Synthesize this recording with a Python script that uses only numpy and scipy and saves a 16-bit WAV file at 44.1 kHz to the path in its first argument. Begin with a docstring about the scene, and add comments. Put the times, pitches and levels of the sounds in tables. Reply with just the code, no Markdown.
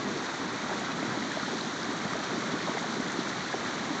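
"""A boiling geothermal vent

In open, rocky ground a few metres away, steam pockets churn and glug in the throat of a vent while
smaller bubbles burst at its surface. Each bubble rings as a damped oscillator of rising pitch.
Escaping steam makes a fluttering, turbulent hiss. Thrown drops spit on hot stone and water slaps back,
both as brief bursts of noise, over a faint outdoor rumble."""
import sys
import numpy as np
from scipy import signal
from scipy.fft import rfft, irfft
from scipy.io import wavfile
from scipy.ndimage import uniform_filter1d

SR = 44100
rng = np.random.default_rng(int(sys.argv[2]) if len(sys.argv) > 2 else 0)


def put_to_file(sound):
    """Save the sound as 16-bit audio at rate SR, in the file named by the first command-line argument."""
    columns = np.atleast_2d(sound).T  # one column per channel
    safe = np.clip(columns, -1, 1)
    whole_steps = np.round(safe * 32767)
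    wavfile.write(sys.argv[1], SR, whole_steps.astype(np.int16))


N = 176400

# Loud single bubbles, deep glugs to small plops (time [s], starting pitch [Hz], relative level [dB])
LOUD_BUBBLES = [(0.161, 330, -25), (.398, 282, -20), (.428, 403, -35), (.716, 950, -39), (.815, 675, -25),
                (1.027, 596, -21.5), (1.172, 280, -19.5), (1.224, 1910, -21), (1.316, 1735, -22),
                (1.371, 630, -17.5), (1.428, 254, -20.5), (1.43, 1250, -21), (1.486, 725, -28.5),
                (1.532, 372, -19.5), (1.890, 300, -20.5), (2.053, 193, -20), (2.133, 1230, -22),
                (2.161, 284, -28), (2.316, 262, -26.5), (2.378, 273, -21), (2.538, 302, -16),
                (2.573, 1440, -21.5), (2.684, 606, -19.5), (2.693, 258, -16.5), (2.748, 408, -20),
                (2.771, 760, -20.5), (2.781, 1980, -22.5), (2.843, 704, -22.5), (2.999, 262, -18),
                (3.189, 259, -19), (3.272, 1420, -21), (3.528, 1650, -20.5), (3.542, 373, -19.5),
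                (3.540, 720, -21), (3.905, 306, -19)]
# Drops spitting on hot stone (time [s], centre frequency [Hz], relative level [dB])
DROP_IMPACTS = [(.265, 4100, -31), (0.796, 6860, -37), (1.611, 3860, -30.5), (1.630, 4800, -35),
                (1.831, 4820, -33), (1.932, 7400, -41), (2.813, 7100, -41), (3, 4630, -35),
                (3.119, 6170, -31.5), (3.198, 4100, -32), (3.607, 3900, -37), (3.691, 5240, -37)]
# Thrown water falling back (time [s], rise time [s], upper cutoff [Hz], level [dB])
WATER_SLAPS = [(.284, 0.0037, 2380, -29.5), (.690, .022, 990, -35.5), (1.478, 0.0048, 980, -33),
               (2.150, 0.0073, 696, -33), (2.671, 0.0097, 1270, -33), (2.765, 0.0064, 2200, -35),
               (3.536, 0.0076, 1100, -34.5)]
# Envelopes of the churning, the surface boil and the hiss (time [s], relative level [dB])
CHURN_ENVELOPE = [(0, -36.5), (.2, -36.5), (.3, -42.5), (.42, -37), (.6, -40.5), (.75, -38), (1.15, -36),
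                  (1.3, -40.5), (1.5, -37), (1.8, -40), (1.9, -37.5), (2.25, -39), (2.36, -36),
                  (2.6, -38.5), (2.75, -40), (2.95, -36), (3.42, -40), (4, -38)]
BOIL_ENVELOPE = [(0, -36.5), (0.3, -36.5), (0.6, -36.5), (0.8, -36.0), (1.1, -36), (1.45, -37), (1.8, -37),
                 (2.15, -35.9), (2.35, -36), (2.7, -35.5), (2.95, -36.5), (3.3, -36), (3.6, -36), (4, -36)]
HISS_ENVELOPE = [(0, -43), (0.25, -42.5), (0.5, -43), (1.2, -42.5), (1.57, -41), (1.72, -42.5),
                 (2.05, -42.5), (2.3, -41.7), (2.9, -42), (4, -42)]
# Spectra of the throat, boiling surface, steam jet and rumble (frequency [Hz], relative level [dB])
THROAT_SPECTRUM = [(20, -43), (35, -37), (65, -18), (95, -11.5), (125, -5.5), (165, -1.5), (245, 0.5),
                   (380, -2), (500, -9), (700, -25.5), (1500, -63.5)]
SURFACE_SPECTRUM = [(200, -24.5), (400, -15), (600, 0.5), (800, -.5), (1000, 0.5), (1400, 0.5), (1900, -2),
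                    (2300, -7), (2750, -16), (4000, -22), (8000, -49)]
STEAM_SPECTRUM = [(500, -18.5), (2000, -8), (2750, -6.5), (3200, -1), (3700, 2.5), (4050, 2), (4500, -1),
                  (5050, -7), (5450, -4.5), (5900, -3), (6500, -4.5), (7100, -7), (7500, -12), (8000, -21),
                  (8600, -29), (9200, -62.5)]
RUMBLE_SPECTRUM = [(20, -9.5), (60, 5.5), (150, 15), (400, -11.5)]


def undb(db):
    """Amplitude ratio of a level in decibels."""
    return 10 ** (np.asarray(db) / 20)


def unit(x):
    """Normalisation to an rms amplitude of 1."""
    return x / np.sqrt(np.mean(x ** 2) + 1e-18)


def frequencies(length):
    """Bin frequencies in Hz of a real Fourier transform."""
    return np.arange(length // 2 + 1) * SR / length


def envelope(rows):
    """Amplitude envelope, interpolated in decibels between (time [s], level [dB]) rows."""
    times, db = np.array(rows).T
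    return undb(np.interp(np.arange(N) / SR, times, db))


def colour(x, spectrum):
    """Minimum-phase filtering: folding the cepstrum onto positive time makes the response causal."""
    hz, db = np.array(spectrum).T
    gain = undb(np.interp(np.log(frequencies(N) + 1), np.log(hz), db))
    cepstrum = irfft(np.log(gain), N)
    cepstrum[1:N // 2] *= 2
    cepstrum[N // 2 + 1:] = 0
    return irfft(rfft(x) * np.exp(rfft(cepstrum)), N)


def flutter(rate_hz, depth_db):
    """Random amplitude modulation: a gain whose level follows smoothed noise of rms depth_db."""
    span = max(int(SR / rate_hz), 2)
    drift = uniform_filter1d(rng.standard_normal(N), span, mode="wrap")
    drift = uniform_filter1d(drift, span // 2, mode="wrap")
    return undb(depth_db * unit(drift))


def band_noise(band, length):
    """Band-limited noise of rms 1: white noise weighted by one gain per frequency bin."""
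    return unit(irfft(rfft(rng.standard_normal(length)) * band, length))


def add(out, start_s, sound):
    """Superposition of a sound on the mix, from start_s onward."""
    i = int(np.clip(start_s * SR, 0, N - 1))
    out[i:i + len(sound)] += sound[:N - i]


def bubble(hz, cycles, rise):
    """Damped resonance: it peaks after `cycles` periods; pitch gains the fraction `rise` per such span."""
    age = np.arange(int(7 * cycles * SR / hz) + 2) * hz / (cycles * SR)  # 1 at the peak
    swell = (age * np.exp(1 - age)) ** 1.5
    return swell * np.sin(2 * np.pi * cycles * (age + rise * age ** 2 / 2))


def swarm(count, low_hz, high_hz, cycles, rise, spread_db):
    """Incoherent sum of bubbles at random pitches, one per time slot; most are weak, a few strong."""
    out = np.zeros(N)
    for slot, (offset, pitch, strength, ring) in enumerate(rng.random((count, 4))):
        hz = low_hz * (high_hz / low_hz) ** pitch
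        gain = undb(-spread_db * np.log(max(strength, .06)))
        start_s = (slot + offset) / count * N / SR
        add(out, start_s, gain * hz * bubble(hz, cycles * (.5 + ring), rise))
    return unit(out)


def churn():
    """Large steam pockets resonate at low pitch in the throat, over the noise of stirred water."""
    pockets = swarm(count=1000, low_hz=147.6, high_hz=545, cycles=0.91, rise=0.055, spread_db=1.5)
    stirred = flutter(rate_hz=25, depth_db=1.0) * rng.standard_normal(N)
    throat = unit(colour(pockets, THROAT_SPECTRUM)) + undb(1.0) * unit(colour(stirred, THROAT_SPECTRUM))
    return undb(1.03) * unit(throat) * envelope(CHURN_ENVELOPE)


def boil():
    """Smaller bubbles resonate higher, bursting in flurries at the surface over a wash of splashing."""
    bursts = swarm(count=3600, low_hz=447.3, high_hz=2796, cycles=2.02, rise=0.034, spread_db=2.0)
    wash = unit(colour(rng.standard_normal(N), SURFACE_SPECTRUM))
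    surface = unit(colour(bursts, SURFACE_SPECTRUM)) + undb(2.0) * wash
    flurries = flutter(rate_hz=64, depth_db=0.56)
    return undb(-0.33) * unit(flurries * surface) * envelope(BOIL_ENVELOPE)


def hiss(fizz_hz=6850):
    """Turbulent steam radiates fluttering broadband noise; fine spray adds a crackle of impulses."""
    spray = np.zeros(N)
    when, strength, sign = rng.random((9000, 3)).T
    spray_db = -3.14 * np.log(np.maximum(strength, .004))
    np.add.at(spray, (when * (N - 1)).astype(int), undb(spray_db) * np.sign(sign - .5))
    jet = colour(rng.standard_normal(N) + undb(-3.5) * unit(spray), STEAM_SPECTRUM)
    body = irfft(rfft(jet) / (1 + (frequencies(N) / fizz_hz) ** 20), N)
    fizz = jet - body  # the treble above fizz_hz flickers faster and deeper
    steam = body * flutter(rate_hz=50, depth_db=.7) + fizz * flutter(rate_hz=130, depth_db=1.76)
    return undb(0.29) * unit(steam) * envelope(HISS_ENVELOPE)


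def rumble():
    """Stationary low-frequency noise forms the faint outdoor background."""
    return undb(-72.5) * unit(colour(rng.standard_normal(N), RUMBLE_SPECTRUM))


def glugs():
    """Single bubble resonances stand out of the boil; the higher ones ring for more cycles."""
    out = np.zeros(N)
    for start_s, hz, db in LOUD_BUBBLES:
        cycles = 0.93 * (hz / 300) ** 0.64
        add(out, start_s, undb(db - 5.5) * bubble(hz, cycles, rise=0.012))
    return out


def spits(decay_s=0.0017, width_hz=600):
    """Drops sizzle on hot stone: each is a narrow band of noise in exponential decay."""
    out, t = np.zeros(N), np.arange(SR // 10) / SR
    for start_s, centre_hz, db in DROP_IMPACTS:
        band = np.exp(-((frequencies(len(t)) - centre_hz) / width_hz) ** 2)
        add(out, start_s, undb(db + 0.5) * np.exp(-t / decay_s) * band_noise(band, len(t)))
    return out


def splashes(low_hz=400):
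    """Impacts of falling water radiate short slaps of band-pass noise that swell and die away."""
    out, t = np.zeros(N), np.arange(SR // 4) / SR
    hz = frequencies(len(t))
    for start_s, rise_s, top_hz, db in WATER_SLAPS:
        band = hz ** 2 / (hz ** 2 + low_hz ** 2) / (1 + (hz / top_hz) ** 10)
        swell = t / rise_s * np.exp(1 - t / rise_s)
        add(out, start_s, undb(db) * swell * band_noise(band, len(t)))
    return out


def scene():
    """Linear superposition of the vent's sources and the background in one channel."""
    return (churn() + boil() + hiss() + rumble() + glugs() + spits() + splashes())[None]


def record(dry):
    """Band limiting: an elliptic low-pass filter cuts the highest treble steeply."""
    cutoff_hz = 8900
    return signal.sosfilt(signal.ellip(10, .2, 80, cutoff_hz, fs=SR, output="sos"), dry)


dry = scene()
out = record(dry)
put_to_file(out)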